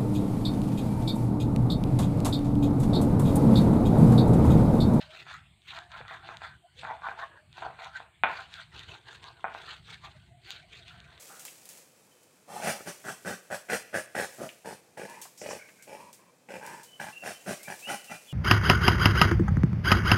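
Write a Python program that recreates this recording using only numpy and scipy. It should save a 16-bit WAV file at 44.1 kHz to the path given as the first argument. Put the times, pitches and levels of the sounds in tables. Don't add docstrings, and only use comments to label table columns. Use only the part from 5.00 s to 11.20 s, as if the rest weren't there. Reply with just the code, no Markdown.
import sys
import numpy as np
from scipy import signal
from scipy.fft import rfft, irfft, next_fast_len
from scipy.io import wavfile

SR = 44100
rng = np.random.default_rng(int(sys.argv[2]) if len(sys.argv) > 2 else 0)


def unload_wav(signal):
    wavfile.write(
        sys.argv[1],
        SR,
        np.round(np.clip(np.atleast_2d(signal).T, -1, 1) * 32767).astype(np.int16),
    )


N = 273331
TIME = np.arange(N) / SR

# t/s at full pressure, hold/s, grating/dB,
# brightness of the grating/dB, crunch/dB, hollow ring of the mortar/dB
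PESTLE_STROKES = [ (0.002, 0.025, -55, 3, -53.5, -76), (0.118, 0.089, -58, 4.5, -55.5, -66),
                  (0.281, 0.068, -55.5, 10.5, -57, -75), (0.687, .03, -70, 16, -51.5, -92),
                  (0.726, 0.065, -51.5, 4.5, -56.5, -89), (0.922, 0.075, -51.5, 4, -58.5, -82),
                  (1.097, 0.064, -53, 13, -60, -82), (1.252, 0.09, -49, 1.5, -60, -86),
                  (1.434, 0.036, -52, 7, -57, -83), (1.788, 0.032, -94, 2, -54, -92),
                  (1.848, 0.088, -41.5, -7, -61.5, -63), (2.046, 0.047, -39, -1.5, -58.5, -73),
                  (2.191, 0.04, -44.5, -0.5, -56, -61), (2.309, 0.073, -66.5, 6, -78, -63),
                  (2.580, 0.016, -51.5, 2.5, -55.5, -72), (2.628, 0.027, -36, -13.5, -58, -53.5),
                  (2.802, 0.065, -46.5, 1.5, -56.5, -77), (2.96, 0.024, -54.5, 7.5, -56, -84),
                  (3.301, .11, -49.5, 4.5, -53, -64.5), (3.531, 0.076, -58.5, 6.5, -54, -84),
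                  (3.747, 0.072, -57.5, 7, -54.5, -60), (3.893, 0.061, -54.5, -1, -55.5, -57.5),
                  (4.078, 0.08, -58.5, 4, -56, -60.5), (4.234, 0.061, -53.5, -1, -58.5, -62.5),
                  (4.376, 0.049, -58.5, -5.5, -67.5, -69), (4.539, 0.13, -64.5, 7.5, -56, -59.5),
                  (4.683, 0.052, -54.5, 6, -51, -62.5), (4.883, 0.054, -65, 7.5, -53.5, -63.5),
                  (5.046, 0.016, -51, -1, -53.5, -82), (5.158, 0.11, -75, -6, -69, -83),
                  (5.469, 0.094, -67, 11, -52.5, -63), (5.717, 0.079, -74.5, 8.5, -56.5, -64),
                  (5.884, 0.027, -71, 14, -55, -75), (5.954, 0.45, -69.5, 11, -64.5, -68.5), ]
GRATE_SLOPES_DB_PER_S, CRUNCH_SLOPES_DB_PER_S = (585.5, 259), (357, 220)


def amp(db):
    return 10 ** (np.asarray(db) / 20)


def unit(x):
    return x / np.std(x)


def add(track, s, sound):
    i = int(s * SR)
    track[i:i + len(sound)] += sound[:N - i]


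def band(x, lo_hz, hi_hz, order=3):
    sos = signal.butter(order, [lo_hz, min(hi_hz, .45 * SR)], "band", fs=SR, output="sos")
    return signal.sosfilt(sos, x)


def convolve(x, response):
    return signal.fftconvolve(x, response)[:N]


def colour(x, points, size=4096):
    hz, db = np.transpose(points)
    f = np.maximum(np.arange(size // 2 + 1) * SR / size, 1)
    gain = amp(np.interp(np.log(f), np.log(hz), db))
    cepstrum = irfft(np.log(gain))
    cepstrum[1:size // 2] *= 2
    cepstrum[size // 2 + 1:] = 0
    return convolve(x, irfft(np.exp(rfft(cepstrum))))


def walk(rate):
    values = rng.standard_normal(4096)
    return unit(np.interp(TIME * rate, np.arange(len(values)), values))


def grains(rate, spread_db):
    hit = rng.random(N) < rate / SR
    size = amp(spread_db * np.clip(rng.standard_normal(N), -2, 2))
    return unit(hit * size * rng.choice([-1, 1], N))


def flicker(x, rate, depth_db, bands=24):
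    size = next_fast_len(N + 2048)
    spectrum = rfft(x, size)
    hz = np.arange(len(spectrum)) * SR / size
    position = np.interp(np.log1p(hz), np.log([500, 12000]), [0, bands - 1])
    out = np.zeros(N)
    for k in range(bands):
        triangle = np.maximum(1 - abs(position - k), 0)
        out += irfft(spectrum * triangle, size)[:N] * amp(depth_db * walk(rate))
    return out


def waver(x, share, rate):
    return np.interp(TIME + np.cumsum(share * walk(rate)) / SR, TIME, x)


def pushes(levels_db, attack_db_per_s, release_db_per_s, arch_db=1):
    t, power = TIME[::32], 0
    for (s, hold, *_), db in zip(PESTLE_STROKES, levels_db):
        arch = arch_db * (np.sin(np.pi * np.clip((t - s) / hold, 0, 1)) - 1)
        edges = attack_db_per_s * np.maximum(s - t, 0) + release_db_per_s * np.maximum(t - s - hold, 0)
        power = power + amp(db + arch - edges) ** 2
    return np.interp(TIME, t, np.sqrt(power))


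def background():
    # f/Hz, relative level/dB
    noise_eq = [(25, -12.5), (120, 3), (260, -11), (360, 5.5), (500, -15.5), (900, -9.5), (1600, -1.5),
                (3500, -3), (4400, -7.5), (5400, -26.5), (15000, -57)]
    hiss_eq = [(2000, -22.5), (5400, -40.5), (6700, -6.5), (8300, 5), (10200, -10.5), (15000, -16.5)]
    noise = unit(flicker(colour(rng.standard_normal(N), noise_eq), rate=13, depth_db=6))
    drone = unit(band(rng.standard_normal(N), 614, 858)) * amp(2 * walk(38))
    hiss = unit(colour(rng.standard_normal(N), hiss_eq))
    return amp(-67) * noise + amp(-80.5) * drone + amp(-79) * hiss


def faint_tones():
    # t/s at the middle, length/s, f/Hz, level/dB
    swells = [(0.06, 0.5, 627, -56.5), (0.888, 0.21, 700, -56), (1.651, 0.081, 707, -58),
              (1.812, 0.12, 505, -56), (2.344, 0.4, 604, -61.5), (5.161, 0.041, 614, -61),
              (5.362, 0.21, 689, -59.5), (5.617, 0.24, 687, -60.5), (5.803, 0.12, 692, -56.5),
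              (5.97, 0.92, 695, -65)]
    phase_per_hz = 2 * np.pi * np.cumsum(1 + .04 * walk(110)) / SR
    shimmer_db = 4.5 * walk(60)
    phase_jitter = 0.59 * walk(90)
    out = np.zeros(N)
    for s, length, hz, db in swells:
        swell = np.cos(np.pi * np.clip((TIME - s) / length, -.5, .5)) ** 2
        out += amp(db + shimmer_db) * swell * np.sin(hz * phase_per_hz + phase_jitter)
    return out


def rocking(bump_t60=0.035):
    # t/s, relative level/dB
    arm_weight = [(0.0, -60), (0.57, -59), (0.62, -71.5), (0.78, -54.5), (0.81, -63), (1.05, -56),
                  (1.09, -65), (1.57, -60.5), (1.66, -76), (1.85, -56), (2.21, -64.5), (2.73, -58.5),
                  (2.81, -72), (2.88, -57.5), (3.11, -70), (3.25, -60), (3.73, -60), (3.76, -53.5),
                  (4.11, -65.5), (4.16, -54), (4.31, -64.5), (4.77, -57.5), (5.54, -60.5), (6.02, -55.5),
                  (6.16, -61), (6.2, -60)]
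    # t/s, level/dB, f/Hz
    bumps = [(1.006, -40.5, 504)]
    weight_db = np.interp(TIME, *np.transpose(arm_weight))
    pushed = pushes([hollow_db for *_, hollow_db in PESTLE_STROKES], *CRUNCH_SLOPES_DB_PER_S)
    rumble = unit(band(grains(rate=770, spread_db=3.5), 55.7, 157) * amp(2 * walk(12)))
    hollow = unit(band(grains(rate=750, spread_db=-1), 310, 505, order=2))
    out = amp(weight_db - 0.1) * rumble + amp(-4.06) * pushed * hollow
    t = TIME[:SR // 4]
    for s, db, hz in bumps:
        add(out, s, amp(db - 60 * t / bump_t60) * np.sin(2 * np.pi * hz * t))
    return out


def snaps(split_s=0.00046, second_gain=0.24):
    # t/s, relative level/dB
    breaks = [(0.3304, -37), (0.6195, -45), (0.789, -31), (0.918, -35.5), (1.0813, -36), (1.2471, -43),
              (1.3706, -31), (2.5287, -38.5), (2.8463, -32.5), (3.5405, -29), (3.7935, -30),
              (4.2417, -32.5), (4.9435, -32.5), (5.5061, -22.5), (5.8815, -34), (6.003, -36), (6.178, -40)]
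    # f/Hz, relative level/dB
    crack_eq = [(400, -32), (1000, -9), (1700, -16), (3600, 4), (5300, -17), (7200, -12.5), (10000, -30),
                (12000, -24), (15000, -24)]
    crack = colour(signal.unit_impulse(N), crack_eq)[:2048]
    crack = crack / abs(crack).max()
    out, hardest_db = np.zeros(N), max(db for s, db in breaks)
    for s, db in breaks:
        cutoff_hz = 15000 * amp(.5 * (db - hardest_db))
        sound = amp(db) * signal.lfilter(*signal.butter(2, cutoff_hz, fs=SR), crack)
        add(out, s, sound)
        add(out, s + split_s, second_gain * sound)
    return out


def stone(force):
    # f/Hz, width/Hz, gain/dB
    modes = [(470, 12, 10), (671, 31, 7), (790.4, 17, 5.5), (895, 57, 3.5), (969.5, 9, 5), (1049.7, 26, 10),
             (1167, 32, 7), (1324, 88, 4), (1382, 31, 8.5), (1453, 48, 12), (1568, 17.5, 17),
             (1699, 17, 7.5), (1823, 53, -6.5), (2010, 93, 3.5), (2320, 34, -8), (2368, 200, 6),
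             (2440, 40, 7.5), (3480, 140, 2.5)]
    ring = sum(amp(db) * band(force, hz - width / 2, hz + width / 2, order=1) for hz, width, db in modes)
    return force + ring


def disperse(x, hz=1150, width_hz=1100):
    radius = np.exp(-np.pi * width_hz / SR)
    feedback = [1, -2 * radius * np.cos(2 * np.pi * hz / SR), radius * radius]
    return signal.lfilter(feedback[::-1], feedback, x)


def contacts(hard_db=-20, bounces=2, first_gap_s=0.0054, gap_ratio=.9, loss_db=5):
    # t/s, relative peak/dB, contact time/s
    strikes = [(0.266, -39, .0004), (0.963, -36, .0004), (1.012, -33, .0004), (1.051, -39, .0004),
               (1.110, -32, .0004), (1.289, -28, .0005), (1.418, -31, .0004), (1.833, -30, .0006),
               (1.850, -27, .0005), (1.909, -27, .0008), (2.020, -36, .0005), (2.086, -24, .0005),
               (2.580, -35, .0007), (2.623, -26, .0006), (2.664, -26, .0008), (2.790, -35, .0005),
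               (3.002, -32, .0007), (3.2358, -8.3, .00033), (4.4423, -17.5, .00066),
               (4.5481, -26.5, .00066)]
    for s, db, contact_s in strikes:
        yield s, db, contact_s
        for k in range(bounces if db > hard_db else 0):
            s, db = s + first_gap_s * gap_ratio ** k, db - loss_db
            yield s, db, contact_s


def knocks(skid_db=-28, skid_t60=0.49):
    # f/Hz, relative level/dB
    blow_eq = [(60, -33), (200, -12), (300, -13), (540, -9), (740, 5), (1100, -3), (1400, -2.5), (2400, -3),
               (2900, -7), (3500, -6.5), (4300, -17), (5300, -34), (8000, -47), (15000, -42)]
    bowl = colour(disperse(stone(signal.unit_impulse(N))), blow_eq)[:SR // 2]
    out, skid_power, t = np.zeros(N), np.zeros(N), TIME[:SR // 2]
    for s, db, contact_s in contacts():
        force = np.sin(np.pi * np.minimum(t / contact_s, 1)) ** 2
        blow = signal.fftconvolve(force, bowl)
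        add(out, s, amp(db + 1.5) * blow / abs(blow).max())
        add(skid_power, s, amp(db - 60 * t / skid_t60) ** 2)
    grit = unit(band(colour(grains(rate=650, spread_db=8), blow_eq), 170, 2600))
    return out + amp(skid_db) * np.sqrt(skid_power) * grit


def crushing(pops_per_s=70, pops_db=-31.5):
    # f/Hz, relative level/dB
    crunch_eq = [(300, -34), (700, -28), (1400, -13.5), (2200, -0.5), (2900, 0.5), (3700, 1), (4400, -3),
                 (5300, -18.5), (6700, -15.5), (8300, -20.5), (10000, -34), (12000, -39), (15000, -35.5)]
    level = pushes([crunch_db for *_, crunch_db, _ in PESTLE_STROKES], *CRUNCH_SLOPES_DB_PER_S)
    pressure = np.sqrt(level / level.max())
    bursts = grains(rate=600 + 4500 * pressure, spread_db=1) * amp(2.5 * walk(140))
    ticks = grains(rate=55, spread_db=1.5)
    crackle = flicker(colour(bursts + amp(-10.5) * ticks, crunch_eq), rate=35, depth_db=3.5)
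    pops = unit(band(grains(rate=pops_per_s * pressure, spread_db=2), 4500, 14000, order=1))
    return level * (amp(3) * unit(crackle) + amp(pops_db) * pops)


def grinding(crossover_hz=1170):
    # f/Hz, relative level/dB
    grate_eq = [(100, -16), (280, -48), (550, -10), (720, 4), (900, 5), (1130, 0.5), (1400, -1.5),
                (1850, 1), (2300, -17), (3000, -24), (3600, -8.5), (4500, -61.5), (9000, -42)]
    _, _, level_db, bright_db, _, _ = np.transpose(PESTLE_STROKES)
    body_gain = pushes(level_db, *GRATE_SLOPES_DB_PER_S)
    edge_gain = pushes(level_db + bright_db, *GRATE_SLOPES_DB_PER_S)
    slips = grains(rate=1200, spread_db=-0.5) * amp(2 * walk(130))
    ring = waver(stone(slips), share=.018, rate=9)
    grate = flicker(colour(ring, grate_eq), rate=22, depth_db=4)
    body = signal.sosfiltfilt(signal.butter(6, crossover_hz, fs=SR, output="sos"), grate)
    return amp(-0.54) * body_gain * unit(body) + amp(0.38) * edge_gain * unit(grate - body)


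def kitchen(x, wet_db, t60_low=0.14, t60_high=0.26, build_s=0.0034):
    t = TIME[:int(.7 * SR)]
    low = band(rng.standard_normal(len(t)), 130, 2500, order=2)
    high = band(rng.standard_normal(len(t)), 2100, 15000, order=2)
    low_decay, high_decay = amp(-60 * t / t60_low), amp(-60 * t / t60_high)
    tail = (low * low_decay + high * high_decay) * (1 - np.exp(-t / build_s))
    return x + amp(wet_db) * convolve(x, tail / np.sqrt(np.sum(low_decay ** 2)))


def scene():
    strokes = kitchen(grinding() + crushing(), wet_db=-15.5)
    blows = kitchen(knocks(), wet_db=-4.5, t60_low=0.37)
    cracks = kitchen(snaps(), wet_db=-13)
    return (strokes + blows + cracks + rocking() + background() + faint_tones())[None]


def record(dry):
    top_hz = 15600
    return signal.sosfilt(signal.ellip(10, .2, 70, top_hz, fs=SR, output="sos"), dry)


dry = scene()
out = record(dry)
unload_wav(out)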